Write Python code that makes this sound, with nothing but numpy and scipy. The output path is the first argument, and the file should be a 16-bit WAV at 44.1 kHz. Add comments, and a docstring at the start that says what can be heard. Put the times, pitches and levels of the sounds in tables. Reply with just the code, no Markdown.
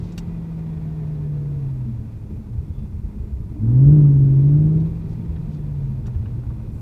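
"""Inside a V8 car with a loud exhaust on a paved street, one microphone in the cabin.
At first the revs fall and the uneven firings burble over the rumble and roar of the tyres.
From about 2 s the car coasts over bumps that thump the body. At 3.6 s the throttle opens: the firing
tone booms in the exhaust's resonance and puffs of gas rasp. At 4.9 s the foot lifts, belt-driven parts
whine faintly and the car coasts again; after 6 s come more bumps and the clicks of plastic trim."""
import sys
import numpy as np
from scipy import signal
from scipy.fft import rfft, irfft
from scipy.io import wavfile

SR = 44100
rng = np.random.default_rng(int(sys.argv[2]) if len(sys.argv) > 2 else 0)


def dump_mix(stems):
    """Bounce the given channels to the path in sys.argv[1] as a 16-bit WAV at rate SR."""
    frames = np.atleast_2d(stems).T  # one column per channel
    limited = np.clip(frames, -1, 1)  # hard clip at full scale
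    pcm = np.round(limited * 32767).astype(np.int16)
    wavfile.write(sys.argv[1], SR, pcm)


N = 300321
TIME = np.arange(N) / SR
BINS = np.fft.rfftfreq(N, 1 / SR)


# engine speed (time [s], firing rate [Hz])
FIRING_RATE = [(0, 173.3), (1, 154.5), (1.55, 142), (1.8, 127.9), (2, 114.8), (2.6, 91.86), (3.2, 85.7),
               (3.52, 93), (3.76, 127.4), (3.94, 151), (4.15, 138.3), (4.36, 135.6), (4.65, 153.8),
               (4.9, 162.8), (5.24, 166), (5.75, 142.6), (6.1, 122.5), (6.45, 119.6), (6.81, 106.4)]
def cycle_angle(flutter=.0012):
    """Angle of the four-stroke cycle: eight firings a turn, never quite steady."""
    cycle_hz = curve(FIRING_RATE) / 8
    return 2 * np.pi * np.cumsum(cycle_hz * (1 + flutter * drift(14))) / SR


# a light foot, a lift, then one burst (time [s], opening [0-1])
THROTTLE = [(1.8, 0.11), (2.2, 0.02), (3.57, 0.2), (3.65, 0.79), (3.77, 0.9), (3.96, 0.98), (4.2, .76),
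            (4.7, 0.76), (4.85, 0.58), (4.94, 0.02)]
def throttle():
    """How far the throttle is open: the load on the engine."""
    return np.clip(curve(THROTTLE), 0, 1)


# resonance of the exhaust (frequency [Hz], half width [Hz], lift [dB])
PIPE_RESONANCE = [(137.4, 47.2, 23)]
def boom(angle, coast_db=-49.5, load_db=19.2, fade_hz=107, fade_db=-11.5, waver=.08):
    """The firing tone swells under load and in the pipe's resonance, and fades coasting at low revs."""
    load, firing_hz = throttle(), curve(FIRING_RATE)
    low_revs = .5 + .5 * np.tanh((fade_hz - firing_hz) / 3.9)
    db = coast_db + load_db * load + lift_db(firing_hz, PIPE_RESONANCE)
    db += fade_db * low_revs * (1 - load) ** 2
    return np.sqrt(2) * amp(db) * (1 + waver * drift(30)) * np.sin(8 * angle)


# air and panel modes around the microphone (frequency [Hz], half width [Hz], lift [dB])
CABIN_MODES = [(212.9, 20, 8.5), (305.2, 25, 5), (412.6, 17, 5), (484, 12, 3), (643, 20, 3.5), (928, 55, 4),
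               (1230, 50, 3), (1510, 46, 4.5), (1990, 110, 1.5), (2455, 47, 5), (2700, 50, 2.5),
               (3450, 92, 3)]
# exhaust tones (multiple of the cycle [-], relative level coasting [dB], relative level loaded [dB])
ENGINE_ORDERS = [(2, -45, -57), (3, -51, -59), (4, -45, -47), (5, -49, -55), (6, -44, -52), (7, -46, -48),
                 (9, -50, -54), (10, -56, -54), (11, -60, -59), (12, -55, -60), (13, -60, -59),
                 (14, -56, -61), (15, -58, -63), (16, -54, -45), (17, -66, -57), (18, -63, -61),
                 (19, -55, -54), (20, -68, -68), (21, -65, -56), (22, -63, -68), (23, -70, -66),
                 (24, -65, -60), (25, -76, -73), (26, -76, -69), (27, -75, -68), (30, -78, -70),
                 (31, -73, -73), (32, -79, -71), (33, -79, -70), (35, -69, -78), (36, -77, -77),
                 (38, -68, -81), (40, -80, -80), (48, -74, -86)]
def burble(angle, load_db=18, rough_coast=.34, rough_load=.28, flicker_hz=14, cruise_hz=128):
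    """The two banks fire unevenly, so many multiples of the cycle sound; load changes mix and level."""
    load, firing_hz = throttle(), curve(FIRING_RATE)
    rough = rough_coast + (rough_load - rough_coast) * load  # unsteady combustion
    knots = np.arange(0, TIME[-1] + 1, .5 / flicker_hz)
    response_db, out = lift_db(BINS, CABIN_MODES), np.zeros(N)
    for order, coast_db, loaded_db in ENGINE_ORDERS:
        # each tone swells as it sweeps through a mode of the cabin
        cabin_db = np.interp(order * firing_hz / 8, BINS, response_db)
        swell = np.interp(TIME, knots, rng.standard_normal(2048)[:len(knots)])
        shift = np.interp(TIME, knots, rng.standard_normal(2048)[:len(knots)])
        tone = (1 + rough * swell) * np.sin(order * angle + rough * shift + 2 * np.pi * rng.random())
        out += amp(coast_db + (loaded_db - coast_db) * load + cabin_db) * tone
    lope_db = 3.5 * np.log2(cruise_hz / firing_hz)  # the uneven beat grows as the revs fall
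    return np.sqrt(2) * amp(-3 + load_db * load + lope_db) * out


# gas noise in the pipe (frequency [Hz], relative level [dB])
RASP_SPECTRUM = [(40, -11), (90, 14), (160, 3.5), (250, -13.5), (380, -11), (520, -21), (700, -20.5),
                 (1000, -23), (1400, -30), (2500, -40), (4000, -45.5), (8000, -61)]
# pipe modes that bark near full throttle (frequency [Hz], half width [Hz], relative level [dB])
BARK_MODES = [(550, 180, -48), (1300, 450, -57.5)]
def rasp(angle, coast_db=-54.5, load_db=23.5, bark_range_db=42, puff_share=.3):
    """Each firing sends a puff of turbulent gas through the pipe, stronger and harder under load."""
    load = throttle()
    since_firing = (8 * angle / (2 * np.pi)) % 1
    puffs = (1 + np.exp(-since_firing / puff_share)) * noise()
    bark = np.zeros(N)
    for hz, half_width, db in BARK_MODES:
        b, a = signal.iirpeak(hz, hz / (2 * half_width), SR)
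        bark += amp(db) * unit(signal.lfilter(b, a, signal.lfilter(b, a, puffs)))
    gas = amp(coast_db + load_db * load) * colour(puffs, RASP_SPECTRUM, CABIN_MODES)
    return gas + bark * amp(bark_range_db * (load - 1.5))


# the paving under the car (time [s], level [dB], lumpiness [dB])
SURFACE = [(0, -34, 1.3), (1.8, -33.5, 0.7), (2.3, -33, 4), (3.4, -33, 3.3), (3.9, -26.5, 3.5),
           (5.5, -29, 2), (6.81, -30, 1.5)]
# the road heard through the body (frequency [Hz], relative level [dB])
RUMBLE_SPECTRUM = [(12, -33.5), (25, -14), (38, 0), (75, 0), (115, 0), (145, -5), (180, -14.5), (215, -16),
                   (260, -24), (340, -24), (450, -29.5), (600, -41), (1200, -71)]
def road_rumble():
    """The surface shakes the body in lumps."""
    rumble = colour(noise(), RUMBLE_SPECTRUM, CABIN_MODES)
    return rumble * amp(curve(SURFACE) + curve(SURFACE, column=2) * drift(26))


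# the car's pace (time [s], relative speed [-])
CAR_SPEED = [(0, 0.98), (1.6, .8), (2.3, 0.64), (3.6, 0.57), (4.9, .86), (6.81, 0.7)]
# the tyres heard from inside (frequency [Hz], relative level [dB])
TYRE_SPECTRUM = [(200, 4), (450, -1.5), (600, -4), (750, -5), (930, -5.5), (1200, -11.5), (1600, -16.5),
                 (2100, -16.5), (2500, -18), (3000, -23.5), (4000, -23.5), (6000, -32), (9000, -40)]
def tyre_roar(level_db=-46, db_per_doubling=8.5, grain_db=1.03):
    """The tread roars more as the car goes faster."""
    roar_db = level_db + db_per_doubling * np.log2(curve(CAR_SPEED))
    return colour(noise(), TYRE_SPECTRUM, CABIN_MODES) * amp(roar_db + grain_db * drift(45))


# thumps of the body (time [s], envelope peak [dB], pitch [Hz], half length [s])
BUMPS = [(0.031, -16.5, 90, .006), (.775, -22, 70.6, 0.011), (1.89, -28.5, 223.4, 0.034),
         (2.308, -28, 107, 0.018), (2.414, -36, 220.2, .025), (2.555, -21.5, 114.1, .029),
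         (2.592, -16, 73.4, 0.012), (2.709, -19, 70.4, 0.0082), (2.948, -22, 80.5, 0.024),
         (3.048, -18.5, 56.48, 0.013), (3.211, -17, 66, .012), (3.342, -19, 66.35, .028),
         (3.405, -16, 69.17, 0.0052), (3.578, -32, 300, .016), (5.304, -16, 67.5, 0.013),
         (6.168, -13.5, 73.93, .01), (6.2, -14, 90, 0.0076), (6.263, -17, 110.9, .016),
         (6.494, -19, 59, .016)]
def bumps():
    """Each bump in the street gives the body one short, low push."""
    out = np.zeros(N)
    for at, db, hz, half_length in BUMPS:
        cycles = hz * (TIME - at) + rng.random()
        out += amp(db) * bell(at, half_length) * np.sin(2 * np.pi * cycles)
    return out


# a snap of plastic (frequency [Hz], relative level [dB])
TRIM_SPECTRUM = [(400, -5.5), (900, -3), (1800, -5.5), (3000, -3.5), (4200, -9), (6000, -4), (7800, -9),
                 (9500, -13.5), (12500, -14), (14000, -15), (15000, -20.5)]
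# rings of the plastic (frequency [Hz], half width [Hz], lift [dB])
TRIM_MODES = [(1480, 70, 6), (1780, 53, 8), (2510, 87, 2), (2780, 110, 5), (3330, 110, 4.5),
              (3790, 110, 12.5), (4550, 80, 13.5), (5370, 90, 7), (5780, 60, -1), (5800, 96, 9.5),
              (6900, 110, 6), (7860, 70, 8.5), (13450, 150, 15)]
# snaps near the microphone (time [s], level before decay [dB], tilt [dB/octave], dull above [Hz])
TRIM_CLICKS = [(.121, -51, 8, 7000), (.1776, -33.5, -1.5, 15000), (.185, -41.5, 5, 8000),
               (2.79, -51, -9.5, 7000), (3.562, -47.5, -16, 1000), (4.801, -56, 1, 5500),
               (5.361, -44.5, -7, 3800), (6.058, -48.5, -6, 6000), (6.067, -48.5, 0.5, 12000),
               (6.079, -40.5, -13.5, 3000), (6.146, -48, -9.5, 6000), (6.257, -43.5, -6.5, 3000),
               (6.435, -47, -11, 2000), (6.505, -47.5, -10, 1700), (6.6, -48, -12, 1600)]
def trim_clicks(rise_s=.00072, t60_s=.054, pivot_hz=3000, size=8192):
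    """Plastic trim snaps and rings; the small cabin smears each snap into a short burst."""
    t, hz = np.arange(size) / SR, np.fft.rfftfreq(size, 1 / SR) + 1
    trim_hz, trim_db = np.transpose(TRIM_SPECTRUM)
    plastic_db = np.interp(np.log(hz), np.log(trim_hz), trim_db) + lift_db(hz, TRIM_MODES)
    octaves = np.log2(np.maximum(hz, 900) / pivot_hz)
    envelope = (1 - np.exp(-t / rise_s)) * amp(-60 * t / t60_s)
    out = np.zeros(N + size)
    for at, db, tilt_db, dull_hz in TRIM_CLICKS:
        shape = amp(plastic_db + tilt_db * octaves) / np.sqrt(1 + (hz / dull_hz) ** 10)
        burst = unit(irfft(rfft(rng.standard_normal(size)) * shape))
        start = round(at * SR)
        out[start:start + size] += amp(db) * burst * envelope
    return out[:N]


# belt-driven parts (multiple of the cycle [-], level [dB], loudest at firing rate [Hz], half width [Hz])
BELT_PARTS = [(22, -47, 151, 6), (26.4, -49, 143, 6), (30.7, -68, 148, 8), (35.7, -63, 155, 9),
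              (93.8, -71, 160, 18), (116, -75, 165, 15), (187.6, -77, 104, 20)]
# all the whines together (time [s], gain [dB])
WHINE_GAIN = [(3.5, 0), (5, -6)]
def belt_whines(angle, slip_rad=.006, waver=.35):
    """Each part sings over a narrow range of engine speed, more faintly as the throttle opens."""
    firing_hz, out = curve(FIRING_RATE), np.zeros(N)
    slipping = angle + slip_rad * drift(90)  # belt slip blurs the high tones
    for multiple, db, loudest_hz, half_width in BELT_PARTS:
        nearness = 1 / (1 + ((firing_hz - loudest_hz) / half_width) ** 2)
        out += amp(db) * nearness * (1 + waver * drift(15)) * np.sin(multiple * slipping)
    return np.sqrt(2) * out * amp(curve(WHINE_GAIN)) * (1 - throttle())


# rustles in the cabin (time [s], half length [s], level [dB], centre [Hz])
RUSTLES = [(0.045, 0.095, -63, 3850), (5.124, .045, -69, 4300), (5.54, .04, -67, 3880),
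           (6.78, 0.075, -69, 9000)]
def rustles(width_octaves=.63, grain_db=2.0):
    """Soft rubbing makes brief, grainy swells of high noise."""
    out = np.zeros(N)
    for at, half_length, db, hz in RUSTLES:
        band = np.exp(-(np.log2((BINS + 1) / hz) / width_octaves) ** 2 / 2)
        rubbing = unit(irfft(rfft(noise()) * band, N))
        out += amp(db) * bell(at, half_length) * rubbing
    return out * amp(grain_db * drift(90))


def trim_squeak(at_s=2.79, half_length_s=.085, db=-70.5, hz=3470, glide_hz_per_s=700):
    """Two bits of trim rub with a thin, unsteady, rising tone."""
    pitch = hz + glide_hz_per_s * (TIME - at_s) + 90 * drift(220)
    return amp(db) * bell(at_s, half_length_s) * np.sin(2 * np.pi * np.cumsum(pitch) / SR)


def amp(db):
    """Decibels to gain."""
    return 10 ** (np.asarray(db) / 20)


def unit(x):
    """Scales to rms 1."""
    return x / np.sqrt(np.mean(x ** 2) + 1e-20)


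def curve(rows, column=1):
    """One column of a time table, at every sample."""
    rows = np.asarray(rows, float)
    return np.interp(TIME, rows[:, 0], rows[:, column])


def bell(at, half_length):
    """A smooth rise and fall, down to 1/e at half_length seconds from its peak."""
    return np.exp(-((TIME - at) / half_length) ** 2)


def lift_db(hz, modes):
    """How much a set of resonances raises each frequency."""
    return sum(db / (1 + ((hz - centre) / width) ** 2) for centre, width, db in modes)


def colour(x, spectrum, modes=()):
    """Shapes x with a spectrum and any resonances, at rms 1."""
    hz, db = np.transpose(spectrum)
    shape = amp(np.interp(np.log(BINS + 1), np.log(hz), db) + lift_db(BINS, modes))
    return unit(irfft(rfft(x) * shape * BINS / (BINS + 10), N))


def noise():
    """White noise."""
    return rng.standard_normal(N)


def drift(hz, size=8192):
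    """A random wander of rms 1, with up to about hz changes a second."""
    t = np.linspace(0, TIME[-1], size)
    lowpass = np.exp(-(np.fft.rfftfreq(size, t[1]) / hz) ** 2)
    slow = irfft(rfft(rng.standard_normal(size)) * lowpass)
    return np.interp(TIME, t, unit(slow))


def scene():
    """Engine, street and trim, heard from one spot in the cabin."""
    angle = cycle_angle()
    engine = boom(angle) + burble(angle) + rasp(angle) + belt_whines(angle)
    street = road_rumble() + tyre_roar() + bumps()
    trim = trim_clicks() + rustles() + trim_squeak()
    return (engine + street + trim)[None]


# the microphone's own noise (frequency [Hz], relative level [dB])
HISS_SPECTRUM = [(500, -2), (3000, -5.5), (5000, -1), (8000, -2.5), (15000, -4.5)]
def record(dry, hiss_db=-69.5, edge_hz=15250):
    """The microphone adds faint hiss, then the highest treble is cut off."""
    heard = dry + amp(hiss_db) * colour(noise(), HISS_SPECTRUM)
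    lowpass = signal.firwin(511, edge_hz, window=("kaiser", 9), fs=SR)
    return signal.oaconvolve(heard, lowpass[None], "same", axes=1)


dry = scene()
out = record(dry)
dump_mix(out)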